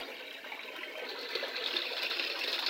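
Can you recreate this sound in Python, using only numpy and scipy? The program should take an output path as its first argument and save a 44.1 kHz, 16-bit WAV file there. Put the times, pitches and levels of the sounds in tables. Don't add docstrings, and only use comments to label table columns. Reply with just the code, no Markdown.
import sys
import numpy as np
from scipy import signal
from scipy.fft import rfft, irfft
from scipy.io import wavfile
from scipy.ndimage import uniform_filter1d

SR = 44100
rng = np.random.default_rng(int(sys.argv[2]) if len(sys.argv) > 2 else 0)


def gain_from_db(level_db):
    decades = np.asarray(level_db, float) / 20
    return 10 ** decades


def pcm_store(signal):
    levels = np.round(np.clip(np.atleast_2d(signal), -1, 1) * 32767)
    wavfile.write(sys.argv[1], SR, levels.astype(np.int16).T)


N = 118629

# (time [s], station [index])
MIC_PATH = [(0, 0), (.1, .3), (.24, 1), (.62, 1), (.75, 2), (1.04, 2), (1.1, 3), (1.6, 3), (1.68, 3.4),
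            (2.0, 3.7), (2.3, 4), (2.69, 4)]
STATION_DB = [
    -46,
    -49,
    -47,
    -41.5,
    -41.5,
]
# (frequency [Hz], level [dB per Hz])
FAR_COLOUR = [(190, -15), (320, -16.5), (1000, -8), (1150, -12.5), (2210, -13), (3200, -15.5), (4400, -24),
              (7000, -53.5)]
MIDWAY_COLOUR = [(190, -14.5), (460, -10), (1230, -7.5), (3120, -3), (4500, -7.5), (4800, -23.5),
                 (5800, -32), (7000, -44)]
NEAR_COLOUR = [(190, -15), (460, -8), (800, -5), (2400, -7), (4300, -2), (5400, -9.5), (5800, -27),
               (7000, -41)]
# (frequency [Hz], width [Hz], boost [dB])
PIPE_MODES = [(275, 81, 10), (351.5, 48, 11.5), (473, 106, 11.5), (574, 69, 4.5), (626, 140, 4),
              (953, 9.8, 3), (1203, 65, -10.5)]
# (frequency [Hz], width [Hz], boost [dB])
PIT_FIRST = [(264, 260, 7), (576, 330, 3), (3760, 330, 11.5), (4260, 250, 7), (4740, 200, 19.5)]
PIT_FAR = [(1180, 510, -5), (1570, 31, 2), (2250, 280, 5), (2790, 170, 10), (3200, 240, 11.5),
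           (3286, 330, -13.5), (3857, 200, 14.5)]
PIT_TURNED = [(1570, 170, -1), (1827, 51, 6), (2200, 210, 4), (2570, 130, 8.5), (3123, 130, 12),
              (3330, 220, -5), (3844, 33, 7)]
PIT_MIDWAY = [(1860, 130, -7.5), (2040, 81, 2), (2290, 130, -5.5), (3120, 840, -10.5), (3962, 50, 8),
              (4275, 360, 0), (5300, 62, -13)]
PIT_NEAR = [(1650, 210, 3.4), (1920, 15, 1.3), (2498, 220, 10.4), (2690, 50, 4.8), (3690, 220, 6.1),
            (4230, 98, 1.5), (4250, 26, 2.8), (5240, 310, 2.2)]
# (delay [s], level [dB])
WALL_ECHOES = [(.0045, -18), (.009, -42.5), (.016, -16.5), (.024, -13)]
# (time [s], level [dB])
FLOW = [(0, 10), (.04, 4.5), (.12, 2.5), (.3, 2), (.5, 3), (.7, 1), (.9, 1.5), (1.05, 5), (1.15, -2),
        (1.3, -0.5), (1.5, -0.5), (1.62, 1.5), (1.78, 4), (1.9, 0), (2.08, 4.5), (2.25, 3), (2.45, 2),
        (2.69, 5.5)]
# (time [s], depth [dB], length [s])
LULLS = [(0.424, -2, 0.09), (1.133, -2.5, 0.016), (1.284, -7.5, 0.026), (1.33, -1, 0.0093),
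         (1.647, -11, 0.0095), (1.697, -8.5, 0.021), (1.816, -8, 0.0098), (1.95, -1, 0.019),
         (2.009, -2.5, .015), (2.088, -8, 0.028), (2.291, -7.5, 0.016), (2.34, -2, 0.061),
         (2.424, -2, 0.011), (2.612, -4, 0.017), (2.654, -8.5, 0.016)]
# (time [s], level on the scale of FLOW [dB], t60 [s])
SLAPS = [(.442, 7.5, 0.22), (.762, 18, 0.037), (1.350, 16, 0.073), (1.639, 6, 0.039), (1.660, 8.5, 0.09),
         (1.681, 8.5, 0.14), (1.706, -5, .1), (1.733, 7, 0.14), (1.757, 10, 0.19), (2.437, 17, 0.05),
         (1.818, -3, 0.031), (2.195, 18, 0.035), (2.529, 13.5, 0.045), (2.592, -5, 0.024),
         (2.662, 19.5, 0.025), (1.29, 7, 0.043), (1.966, 14, 0.035), (2.02, 9, 0.091), (2.042, 0, 0.041),
         (2.297, 12.5, 0.042), (2.388, 9, 0.1), (2.474, 12, 0.2), (2.54, 10, 0.11), (2.625, 10, 0.037)]
# (time [s], peak level [dB], pitch [Hz])
PLINKS = [(0.1241, -32, 2430), (0.2245, -32, 2570), (0.2767, -60, 2230), (0.3098, -30, 3080),
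          (0.3515, -34.5, 2460), (0.3835, -34.5, 1570), (0.443, -30, 1534), (0.4698, -38.5, 2200),
          (0.5214, -23.5, 2200), (0.593, -25.5, 2220), (0.6325, -32, 3840), (0.685, -31, 2570),
          (0.7188, -32.5, 2200), (0.762, -41, 3120), (0.808, -32, 2750), (0.833, -25, 2000),
          (0.9544, -28.5, 2317), (0.9958, -29.5, 2230), (1.0904, -31, 4100), (1.1902, -31, 4230),
          (1.2193, -33, 4000), (1.2302, -28, 4250), (1.289, -28, 4250), (1.3091, -43, 3530),
          (1.3527, -19, 3870), (1.4362, -26.5, 1663), (1.5422, -25, 1557), (1.5652, -22, 4010),
          (1.64, -20, 3750), (1.6606, -18, 3480), (1.709, -24, 3230), (1.7375, -24, 2640),
          (1.7667, -15, 3590), (1.8183, -24, 3800), (1.8666, -24.5, 2650), (1.9659, -35, 3840),
          (2.0657, -20.5, 2606), (2.1083, -21, 3760), (2.1963, -19, 2640), (2.2638, -23, 2607),
          (2.2964, -42, 2470), (2.4367, -28, 2660), (2.4743, -26, 3630), (2.5296, -16, 4020),
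          (2.59, -21, 3470), (2.6633, -17, 4240)]
# (time [s], peak level [dB], pitch [Hz])
GLUGS = [(0.056, -36, 500), (0.085, -34, 500), (0.158, -47, 620), (0.206, -44, 480), (0.384, -46, 490),
         (0.444, -40.5, 1000), (0.519, -34, 796), (0.576, -39.5, 1050), (0.651, -37.5, 459),
         (0.695, -37, 465), (0.786, -40.5, 343), (0.856, -37, 353), (0.899, -37.5, 474), (0.975, -33, 595),
         (1.001, -35, 640), (1.022, -29.5, 473), (1.114, -31.5, 400), (1.183, -34.5, 480),
         (1.204, -38.5, 455), (1.253, -37, 457), (1.352, -29, 458), (1.428, -25, 542), (1.483, -37.5, 600),
         (1.732, -33, 364), (1.816, -39, 580), (1.86, -32.5, 480), (1.909, -32, 474), (1.934, -34, 590),
         (2.095, -34, 453), (2.193, -35, 473), (2.255, -34, 540), (2.292, -30, 464), (2.362, -34, 1040),
         (2.433, -33, 456), (2.475, -34, 454), (2.622, -29.5, 986)]
# (time [s], peak level [dB])
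SPITS = [(0.3252, -54), (0.7622, -53), (0.9777, -52.5), (1.21, -53), (1.3069, -54), (1.4805, -49),
         (1.7195, -59), (1.7365, -62), (1.9714, -93), (2.028, -42), (2.0996, -50), (2.391, -46),
         (2.4369, -49), (2.479, -49), (2.516, -45), (2.59, -43.5)]
# (frequency [Hz], level [dB per Hz])
FIZZ_COLOUR = [(5000, -3.5), (6090, -9), (8650, -16.5), (10300, -17.5), (12500, -12.5), (15100, -10),
               (15900, -7.5)]
# (frequency [Hz], level [dB per Hz])
HUM_COLOUR = [(25, 9), (48, -7), (75, 0.5), (115, 8), (150, 0)]


def evened(x):
    return x / np.sqrt(np.mean(x ** 2) + 1e-20)


def add(mix, s, sound):
    part = mix[round(s * SR):][:len(sound)]
    part += sound[:len(part)]


def rush(patchy_db=4.2, drift_db=1.4, flicker_db=2.4, swell_db=1.0):
    frames, bins = N // 64 + 5, 129
    real, imag, patches, drift = rng.standard_normal((frames, bins, 4)).T
    patches = uniform_filter1d(patches, size=3, axis=0)
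    patches = evened(uniform_filter1d(patches, size=16, axis=1))
    drift = uniform_filter1d(drift, size=2, axis=0)
    drift = evened(uniform_filter1d(drift, size=90, axis=1))
    lively = np.clip(np.arange(bins) / 12, .4, 1)[:, None]
    flicker, swell = rng.standard_normal((frames, 2)).T
    flicker = evened(uniform_filter1d(flicker, size=10))
    swell = evened(uniform_filter1d(swell, size=40))
    surge_db = flicker_db * flicker + swell_db * swell
    level_db = lively * (patchy_db * patches + surge_db) + drift_db * drift
    spectrum = (real + 1j * imag) * gain_from_db(level_db)
    return evened(signal.istft(spectrum, nperseg=256, noverlap=192)[1][:N])


def bubble(hz, cycles, rise):
    u = np.arange(0, 4 * cycles / hz, 1 / SR) * hz / cycles
    shape = (1 - np.exp(-u / .12)) * np.exp(-.3 * u - .7 * u ** 2)
    return shape / shape.max() * np.sin(2 * np.pi * cycles * (u + rise * u ** 2 / 2))


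def walls(x):
    return x + sum(gain_from_db(db) * np.r_[np.zeros(round(s * SR)), x][:N] for s, db in WALL_ECHOES)


def small_bubbles(per_s=3200, spread_db=3.3, sizes=48):
    draw, loudness, kind = rng.random((N, 3)).T
    clumps = gain_from_db(3.0 * evened(uniform_filter1d(rng.standard_normal(N), size=900)))
    born = draw < clumps * per_s / SR
    hits = born * gain_from_db(spread_db * np.minimum(-np.log(loudness + 1e-9), 5))
    pitch = np.geomspace(250, 6500, sizes)
    kind = np.searchsorted(np.cumsum(pitch) / pitch.sum(), kind)
    out = np.zeros(N)
    for k, hz in enumerate(pitch):
        grain = bubble(hz, (5.0, 11.0, 18.0)[k % 3], 0.028)
        grain = min(hz / 1500, 1) * grain / np.linalg.norm(grain)
        out += signal.oaconvolve(hits * (kind == k), grain)[:N]
    return evened(walls(out))


def bursts(rows):
    out, t = np.zeros(N), np.arange(SR // 4) / SR
    for s, db, t60 in rows:
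        add(out, s, np.minimum(t / .002, 1) * gain_from_db(db - 60 * t / max(t60, .01)))
    return out


def slaps():
    high_pass = signal.butter(1, 1400, "high", fs=SR)
    return bursts(SLAPS) * signal.lfilter(*high_pass, rng.standard_normal(N))


def jet():
    t = np.arange(N) / SR
    flow_db = np.interp(t, *np.transpose(FLOW))
    for s, depth_db, length in LULLS:
        flow_db = flow_db + depth_db * np.exp(-(2 * (t - s) / length) ** 2)
    water = gain_from_db(-5) * rush() + gain_from_db(-2.5) * small_bubbles()
    return gain_from_db(flow_db) * water + slaps()


def hollow(x, ring_db=-7, t60=.1):
    t = np.arange(SR // 5) / SR
    tail = rng.standard_normal(len(t)) * np.minimum(t / .004, 1) * gain_from_db(-60 * t / t60)
    ring = signal.oaconvolve(x, tail / np.linalg.norm(tail))[:N]
    return (x + gain_from_db(ring_db) * ring) / np.hypot(1, gain_from_db(ring_db))


def colour(x, spectrum, peaks=(), skirt_db=-30):
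    size = 8192
    hz = np.fft.rfftfreq(size, 1 / SR) + 1
    f, value = np.transpose(spectrum)
    octaves_outside = np.maximum(np.log2(f[0] / hz), 0) + np.maximum(np.log2(hz / f[-1]), 0)
    db = np.interp(np.log(hz), np.log(f), value) + skirt_db * octaves_outside
    for top, width, boost_db in peaks:
        db = db + boost_db / (1 + (2 * (hz - top) / width) ** 2)
    fold = np.r_[1, 2 * np.ones(size // 2 - 1), 1, np.zeros(size // 2 - 1)]
    cepstrum = irfft(np.log(gain_from_db(np.maximum(db, -100)))) * fold
    taps = irfft(np.exp(rfft(cepstrum)))[:size // 2]
    return signal.oaconvolve(x, taps / np.linalg.norm(taps))[:N]


def stream(drive, station):
    tones = (FAR_COLOUR, FAR_COLOUR, FAR_COLOUR, MIDWAY_COLOUR, NEAR_COLOUR)
    pits = (PIT_FIRST, PIT_FAR, PIT_TURNED, PIT_MIDWAY, PIT_NEAR)
    out = np.zeros(N)
    for k, (tone, pit, db) in enumerate(zip(tones, pits, STATION_DB)):
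        nearness = np.clip(1 - abs(station - k), 0, 1)
        out += gain_from_db(db) * colour(hollow(drive * nearness), tone, PIPE_MODES + pit)
    return out


def spatter(hz, octaves, t60):
    t = np.arange(SR // 8) / SR
    edges = hz * 2. ** np.array([-octaves, octaves])
    band_pass = signal.butter(2, edges, "band", fs=SR, output="sos")
    band = signal.sosfilt(band_pass, rng.standard_normal(len(t)))
    return evened(band) * np.minimum(t * hz / 3, 1) * gain_from_db(-60 * t / max(t60, .01))


def big_bubbles():
    out = np.zeros(N)
    for s, db, hz in PLINKS:
        add(out, s - .001, gain_from_db(db - 9.5) * bubble(hz, 16.1, 0.035))
        add(out, s - .001, gain_from_db(db - 12) * spatter(hz, 0.17, t60=0.047))
    for s, db, hz in GLUGS:
        add(out, s - .002, gain_from_db(db - 10.5) * bubble(hz, 6.26, 0.022))
        add(out, s - .002, gain_from_db(db - 8) * spatter(hz, 0.2, t60=0.17))
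    return walls(out)


def spray(drive, station):
    surge = (abs(uniform_filter1d(drive ** 2, size=300)) + 1e-9) ** 0.17
    level = gain_from_db(-63.5 + 3 * np.maximum(station - 2, 0))
    fizz = level * surge * rush(patchy_db=2.4, drift_db=.5, flicker_db=1.0, swell_db=.8)
    landed = rng.random(N) < 1200 / SR
    ticks = gain_from_db(6.7 * np.minimum(rng.exponential(1, N), 5)) * landed * rng.choice([-1, 1], N)
    fizz = fizz + level * gain_from_db(-18) * evened(walls(ticks))
    spits = bursts([(s, db, .06) for s, db in SPITS]) * rng.standard_normal(N)
    return colour(fizz + spits, FIZZ_COLOUR, skirt_db=-44)


def room_hum(station):
    t = np.arange(N) / SR
    bump_db, bump_t60 = 25.5, 0.075
    hum = colour(rng.standard_normal(N), HUM_COLOUR, skirt_db=-2)
    hum = (1 + gain_from_db(bump_db - 60 * t / bump_t60)) * hum
    return gain_from_db(-76 + 1.1 * (station - 0.5)) * hum


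def scene():
    station = np.interp(np.arange(N) / SR, *np.transpose(MIC_PATH))
    drive = jet()
    low_cut = signal.butter(6, 190, "high", fs=SR, output="sos")
    water = signal.sosfilt(low_cut, stream(drive, station) + big_bubbles())
    return (water + spray(drive, station) + room_hum(station))[None]


def top_cut(x):
    return signal.sosfilt(signal.butter(12, 15860, fs=SR, output="sos"), x)


def record(dry):
    low_pass = signal.firwin(511, 15850, window=("kaiser", 9), fs=SR)
    limited = signal.oaconvolve(dry, low_pass[None], "same")
    return top_cut(limited)


dry = scene()
out = record(dry)
pcm_store(out)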